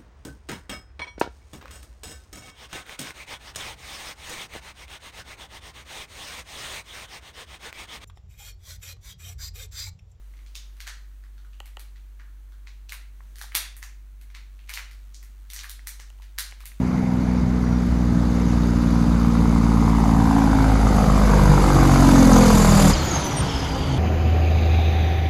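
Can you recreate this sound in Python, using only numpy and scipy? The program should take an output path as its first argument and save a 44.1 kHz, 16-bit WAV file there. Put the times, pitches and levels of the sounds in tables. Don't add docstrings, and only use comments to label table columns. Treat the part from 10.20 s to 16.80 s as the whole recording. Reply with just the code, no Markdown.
import sys
import numpy as np
from scipy import signal
from scipy.fft import rfft, irfft, next_fast_len
from scipy.io import wavfile
from scipy.ndimage import uniform_filter1d

SR = 44100
rng = np.random.default_rng(int(sys.argv[2]) if len(sys.argv) > 2 else 0)


def to_wav(s):
    ch = np.atleast_2d(s).T
    pcm = np.round(np.clip(ch, -1, 1) * 32767)
    wavfile.write(sys.argv[1], SR, pcm.astype(np.int16))


def invert_db(x):
    u = np.asarray(x, float) / 20
    return 10 ** u


N = 291060
STEADY_TOP_HZ = 15780


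def unit(x):
    return x / np.sqrt(np.mean(x ** 2) + 1e-20)


def along(points, hz):
    point_hz, value = np.transpose(points)
    return np.interp(np.log(hz + 1), np.log(point_hz + 1), value)


def curves(rows):
    time_s, *columns = np.transpose(rows)
    return [np.interp(np.arange(N) / SR, time_s, column) for column in columns]


def noise(spectrum):
    size = next_fast_len(N)
    hz = np.fft.rfftfreq(size, 1 / SR)
    colour = invert_db(along(spectrum, hz)) * (hz < STEADY_TOP_HZ)
    return unit(irfft(rfft(rng.standard_normal(size)) * colour, size)[:N])


def placed(rows, times, early):
    out = np.zeros(N + SR)
    for row, s in zip(rows, times):
        out[round((s - early) * SR):][:len(row)] += row
    return out[:N]


# (pitch_hz, time_to_fade_60_db_s)
ROOM_RING = [(300, 0.6), (1000, 0.4), (2800, 0.42), (7000, 0.35), (15000, 0.18)]


def tails(count, onset):
    size = SR // 2
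    hz, t, z = signal.stft(rng.standard_normal((count, size)), SR, nperseg=256)
    fade_s = along(ROOM_RING, hz)[:, None]
    z = z * (hz < STEADY_TOP_HZ)[:, None] / np.sqrt(fade_s)
    tail = signal.istft(z * invert_db(-60 * t / fade_s), SR, nperseg=256)[1][:, :size]
    tail = tail * (1 - np.exp(-np.arange(size) / SR / onset))
    return tail / np.sqrt(np.mean(np.sum(tail ** 2, axis=1)))


# (pitch_hz, level_db_per_hz)
HISS_COLOUR = [(100, -2), (300, -6.5), (500, -15), (1100, -12), (2100, -11), (3200, -19.5), (7500, -20),
               (15700, -9.5)]
# (pitch_hz, level_db_per_hz)
MURMUR_COLOUR = [(50, -20), (75, -7), (120, -1.5), (300, -8), (420, -11.5), (700, -17)]
# (middle_s, rise_db, half_length_s)
FAR_SWELLS = [
    (.3, 3, 0.44),
    (3.103, 5.5, 0.17),
]


def air():
    t = np.arange(N) / SR
    swell_db = sum(db * np.exp(-((t - s) / half) ** 2) for s, db, half in FAR_SWELLS)
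    murmur_db = -67.5 - 0.5 * t + swell_db
    return invert_db(murmur_db) * noise(MURMUR_COLOUR) + invert_db(-68.5) * noise(HISS_COLOUR)


# (pitch_hz, level_db_rms)
HUM_TONES = [
    (48.79, -42),
    (97.58, -72.5),
    (90, -76),
    (105.48, -75.7),
    (200, -78.5),
    (312, -82),
]
# (pitch_hz, level_db_per_hz)
RUMBLE = [(12, -25), (25, 0), (36, 0), (45, -2), (58, -9), (70, -12), (110, -40)]
# (pitch_hz, level_db_per_hz)
TREMOR = [(.3, -30), (1, -6), (4, -8), (7, 0), (11, -8), (16, -40)]
# (time_s, unsteadiness_0_to_1)
HAND_UNSTEADINESS = [
    (0, 0),
    (4.2, 0),
    (4.5, .6),
    (5.4, .5),
    (6.2, .5),
    (6.6, 1),
]


def fan():
    t = np.arange(N) / SR
    (hand,) = curves(HAND_UNSTEADINESS)
    hum = sum(-np.sqrt(2) * invert_db(db) * np.sin(2 * np.pi * hz * t) for hz, db in HUM_TONES)
    waver_db = (0.25 + 1.15 * hand) * noise(TREMOR)
    rumble_db = -66 + 5 * hand
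    return hum * invert_db(waver_db) + invert_db(rumble_db) * noise(RUMBLE)


# (start_s, level_db, pitch_hz)
TABLE_KNOCKS = [(0.665, -37, 1580), (.672, -48, 740), (3.0067, -42, 1840), (3.005, -41.5, 1070),
                (3.214, -41, 780), (3.241, -38.5, 850), (3.347, -40, 307), (4.575, -48, 820),
                (5.094, -57, 241), (5.593, -35, 1940), (5.658, -56, 150), (5.797, -52, 507),
                (5.999, -45, 960), (6.323, -29.5, 2160), (6.408, -43.5, 1200), (6.437, -43, 1200),
                (6.461, -56, 164), (6.518, -36, 2050)]


def thumps():
    rows, t = np.array(TABLE_KNOCKS), np.arange(2600) / SR
    level_db, hz = rows[:, 1:2], rows[:, 2:]
    fade = invert_db(level_db - 60 * t * hz / 12)
    rise = 1 - np.exp(-t * hz / 0.5)
    knock = fade * np.sin(2 * np.pi * hz * t) * rise
    path = invert_db(-12) * tails(len(rows), onset=.003)
    path[:, 0] = 1
    return placed(signal.fftconvolve(knock, path, axes=1), rows[:, 0], 0)


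# (start_s, peak_db, dull_db, bright_db)
FINGER_TAPS = [
    (1.4027, -25, -10.5, -12.5),
    (1.5699, -26, -9, -15.5),
    (5.796, -38.5, -9, -30),
    (5.902, -39, -13, -5.5),
    (5.986, -50, -6, -10),
    (6.312, -38.5, -18, -1),
    (6.323, -37, -8, -27),
]
# (pitch_hz, level_db, time_to_fade_60_db_s)
SHELL_NOTES = [(375, -10.5, .012), (550, -19, 0.02), (844, -6.5, 0.012), (1347, -5.5, 0.0058),
               (1910, -11.5, 0.014), (2940, -0.5, 0.0068), (3960, -19, 0.011), (4600, -21.5, 0.0093),
               (7300, 0, 0.0011), (11300, 0.5, 0.00076)]


def taps():
    rows, t = np.array(FINGER_TAPS), np.arange(900) / SR
    level, dull, bright = rows.T[1:, :, None]
    knock = 0
    for k, (hz, db, t60) in enumerate(SHELL_NOTES):
        late_s = .0016 * min(1, 800 / hz) ** 1.5
        age = np.clip(t - late_s, 0, None)
        share = np.where(hz < 2400, dull + 10, np.where(hz > 5500, bright + 15, 0))
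        fade = invert_db(level + share + db - 60 * age / t60)
        rise = 1 - np.exp(-age * hz)
        knock = knock + (-1) ** k * fade * np.sin(2 * np.pi * hz * age) * rise
    path = invert_db(-14) * tails(len(rows), onset=.006)
    path[:, 0] = 1
    return placed(signal.fftconvolve(knock, path, axes=1), rows[:, 0], .0002)


# (start_s, peak_db, low_ring_db, top_ring_db)
BIG_KEY_CLICKS = [(.1375, -62, 7, -20), (0.1697, -45, -11, -31), (0.5682, -43.5, -10, -12),
                  (.603, -22.5, -16, -17), (1.4569, -36, -10, -7), (1.5943, -31, -12.5, -7),
                  (.19, -50.5, -3, -30), (1.759, -42, -8.5, -27), (2.4713, -32, -10.5, -38),
                  (2.7212, -24, -7.5, -7), (3.3198, -39.5, 0.5, -8), (3.3503, -5, -13.5, -6.5),
                  (4.0126, -41, -10, -6), (4.1015, -42, -9.5, -20), (4.148, -26.5, -10, -23),
                  (4.4765, -40, -11, -30), (4.4929, -22, -7, -9.5), (4.5734, -20.5, -5.5, -16.5),
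                  (4.712, -34.5, -14, -13.5), (5.3008, -24.5, -21.5, -10.5), (5.3902, -18, -22.5, -25),
                  (5.434, -32, -4.5, -4.5), (5.4947, -22.5, -24, -6), (5.593, -51, -3, -33),
                  (6.021, -35.5, -11, -14.5), (6.4042, -34, -9, -10.5), (6.455, -28, -13, -2)]
# (start_s, peak_db, low_ring_db, top_ring_db)
SMALL_KEY_CLICKS = [(0.669, -25, -10, -16), (3.184, -31, -13.5, -7), (3.5662, -41.5, -5.5, 5),
                    (3.627, -24, -10, -13.5), (4.944, -27, -39, -40), (5.028, -37.5, -12, -6),
                    (5.3337, -22, -20, -6.5), (5.3622, -19, -18, -27), (5.671, -18, -16, -6.5),
                    (5.7987, -26.5, -14.5, -20)]
# (start_s, peak_db, low_ring_db, top_ring_db)
LOOSE_GRIP_CLICKS = [(0.6753, -19.5, -11.5, -20), (1.038, -47.5, -4.5, -15), (1.9967, -43, 1.5, -37),
                     (3.157, -31, -19.5, -12), (3.2133, -20.5, -15, -11.5), (5.4419, -38.5, 1.5, -7),
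                     (6.185, -10, -16, -8)]
# (start_s, peak_db, low_ring_db, top_ring_db)
TIGHT_GRIP_CLICKS = [(0.2628, -37, -18, -34), (.3528, -18, -22.5, -22), (1.332, -45, -7, -24),
                     (2.693, -23, -18.5, -15.5), (4.391, -47.5, -1, -34), (4.5373, -16, -20, -13)]
# (start_s, peak_db, low_ring_db, top_ring_db)
SEAM_CREAKS = [
    (1.1792, -42, -12, -28),
    (1.2477, -48.5, -5.5, -16),
    (2.321, -46, -7, -16),
    (5.2505, -49, -8, -19),
]
# (low_ring_hz, middle_ring_hz)
CASE_RINGS = [
    (2136, 4440),
    (1995, 5660),
    (1780, 4630),
    (2600, 4700),
    (1440, 4300),
]


def clicks():
    kinds = [BIG_KEY_CLICKS, SMALL_KEY_CLICKS, LOOSE_GRIP_CLICKS, TIGHT_GRIP_CLICKS, SEAM_CREAKS]
    rows = []
    for kind, (low_hz, middle_hz) in zip(kinds, CASE_RINGS):
        for s, peak_db, low_db, top_db in kind:
            rows.append((s, peak_db, low_hz, low_db, middle_hz, top_db))
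    return np.array(sorted(rows))


RING_SHARPNESS = (1.8, 1.2, 1.5)


def case_colour(rows):
    f = np.fft.rfftfreq(1024, 1 / SR) + 1
    level, low_hz, low_db, middle_hz, top_db = rows.T[1:, :, None]
    rings = [(low_hz, low_db + 9.0), (middle_hz, -4), (11500, top_db + 6.0)]
    rings.append((1200, low_db - 0.5))
    power = 0
    for (hz, db), sharpness in zip(rings, [*RING_SHARPNESS, 1.08]):
        power = power + invert_db(2 * db) / (1 + (sharpness * (hz / f - f / hz)) ** 2) ** 2
    ripple = unit(uniform_filter1d(rng.standard_normal(power.shape), size=9, axis=1))
    power = power * invert_db(2.5 * ripple)
    cepstrum = irfft(np.log(power + 1e-20) / 2)
    cepstrum[:, 1:512] *= 2
    cepstrum[:, 513:] = 0
    return invert_db(level + 15) * irfft(np.exp(rfft(cepstrum)))


# (delay_s, level_db)
WALL_ECHOES = [
    (0, 1),
    (.0062, -8),
    (.0085, -7),
    (.0108, -8),
    (.0195, -6),
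    (.0265, -14),
]


def buttons():
    rows = clicks()
    ahead = 200
    path = invert_db(2.5) * np.roll(tails(len(rows), onset=.006), ahead, axis=1)

    t = np.arange(441) / SR
    face = invert_db(-22.5 - 60 * t / 0.01) * np.sin(2 * np.pi * rows[:, 2:3] * t)
    path[:, ahead:][:, :len(t)] += face

    for delay, db in WALL_ECHOES:
        snap = rng.standard_normal((len(rows), 128)) * np.exp(-np.arange(128) / 75)
        spectrum = rfft(snap)
        snap = irfft(spectrum / np.abs(spectrum) ** .8)
        snap = snap / np.linalg.norm(snap, axis=1, keepdims=True)
        path[:, ahead + round(delay * SR):][:, :128] += invert_db(db) * snap

    through_table = uniform_filter1d(rng.standard_normal((len(rows), ahead)), size=4, axis=1)
    path[:, :ahead] = through_table * (invert_db(-27) * np.exp(-np.arange(ahead) / 30) + invert_db(-35))
    sound = signal.fftconvolve(case_colour(rows), path, axes=1)
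    return placed(sound, rows[:, 0] + .0006, ahead / SR)


def scene():
    return (buttons() + thumps() + taps() + fan() + air())[None]


def top_cut(x):
    return signal.sosfilt(signal.butter(12, 16810, fs=SR, output="sos"), x)


# (pitch_hz, level_db)
MIC_COLOUR = [(100, 0), (1500, 4), (2100, 1.5), (3100, 1.5), (4200, 0.5), (5100, -4), (6000, 0),
              (8000, -2.5), (9400, -1.5), (10450, -7), (11600, -4), (15700, -6)]


def record(dry):
    top_hz, edge = 16750, 512
    wide = np.pad(dry, ((0, 0), (edge, edge)), "reflect", reflect_type="odd")
    f = np.fft.rfftfreq(wide.shape[1], 1 / SR)
    colour_db = along(MIC_COLOUR, f) - 21 * (f > STEADY_TOP_HZ)
    heard = irfft(rfft(wide) * invert_db(colour_db) * (f < top_hz), wide.shape[1])
    return top_cut(heard[:, edge:-edge])


dry = scene()
out = record(dry)
to_wav(out)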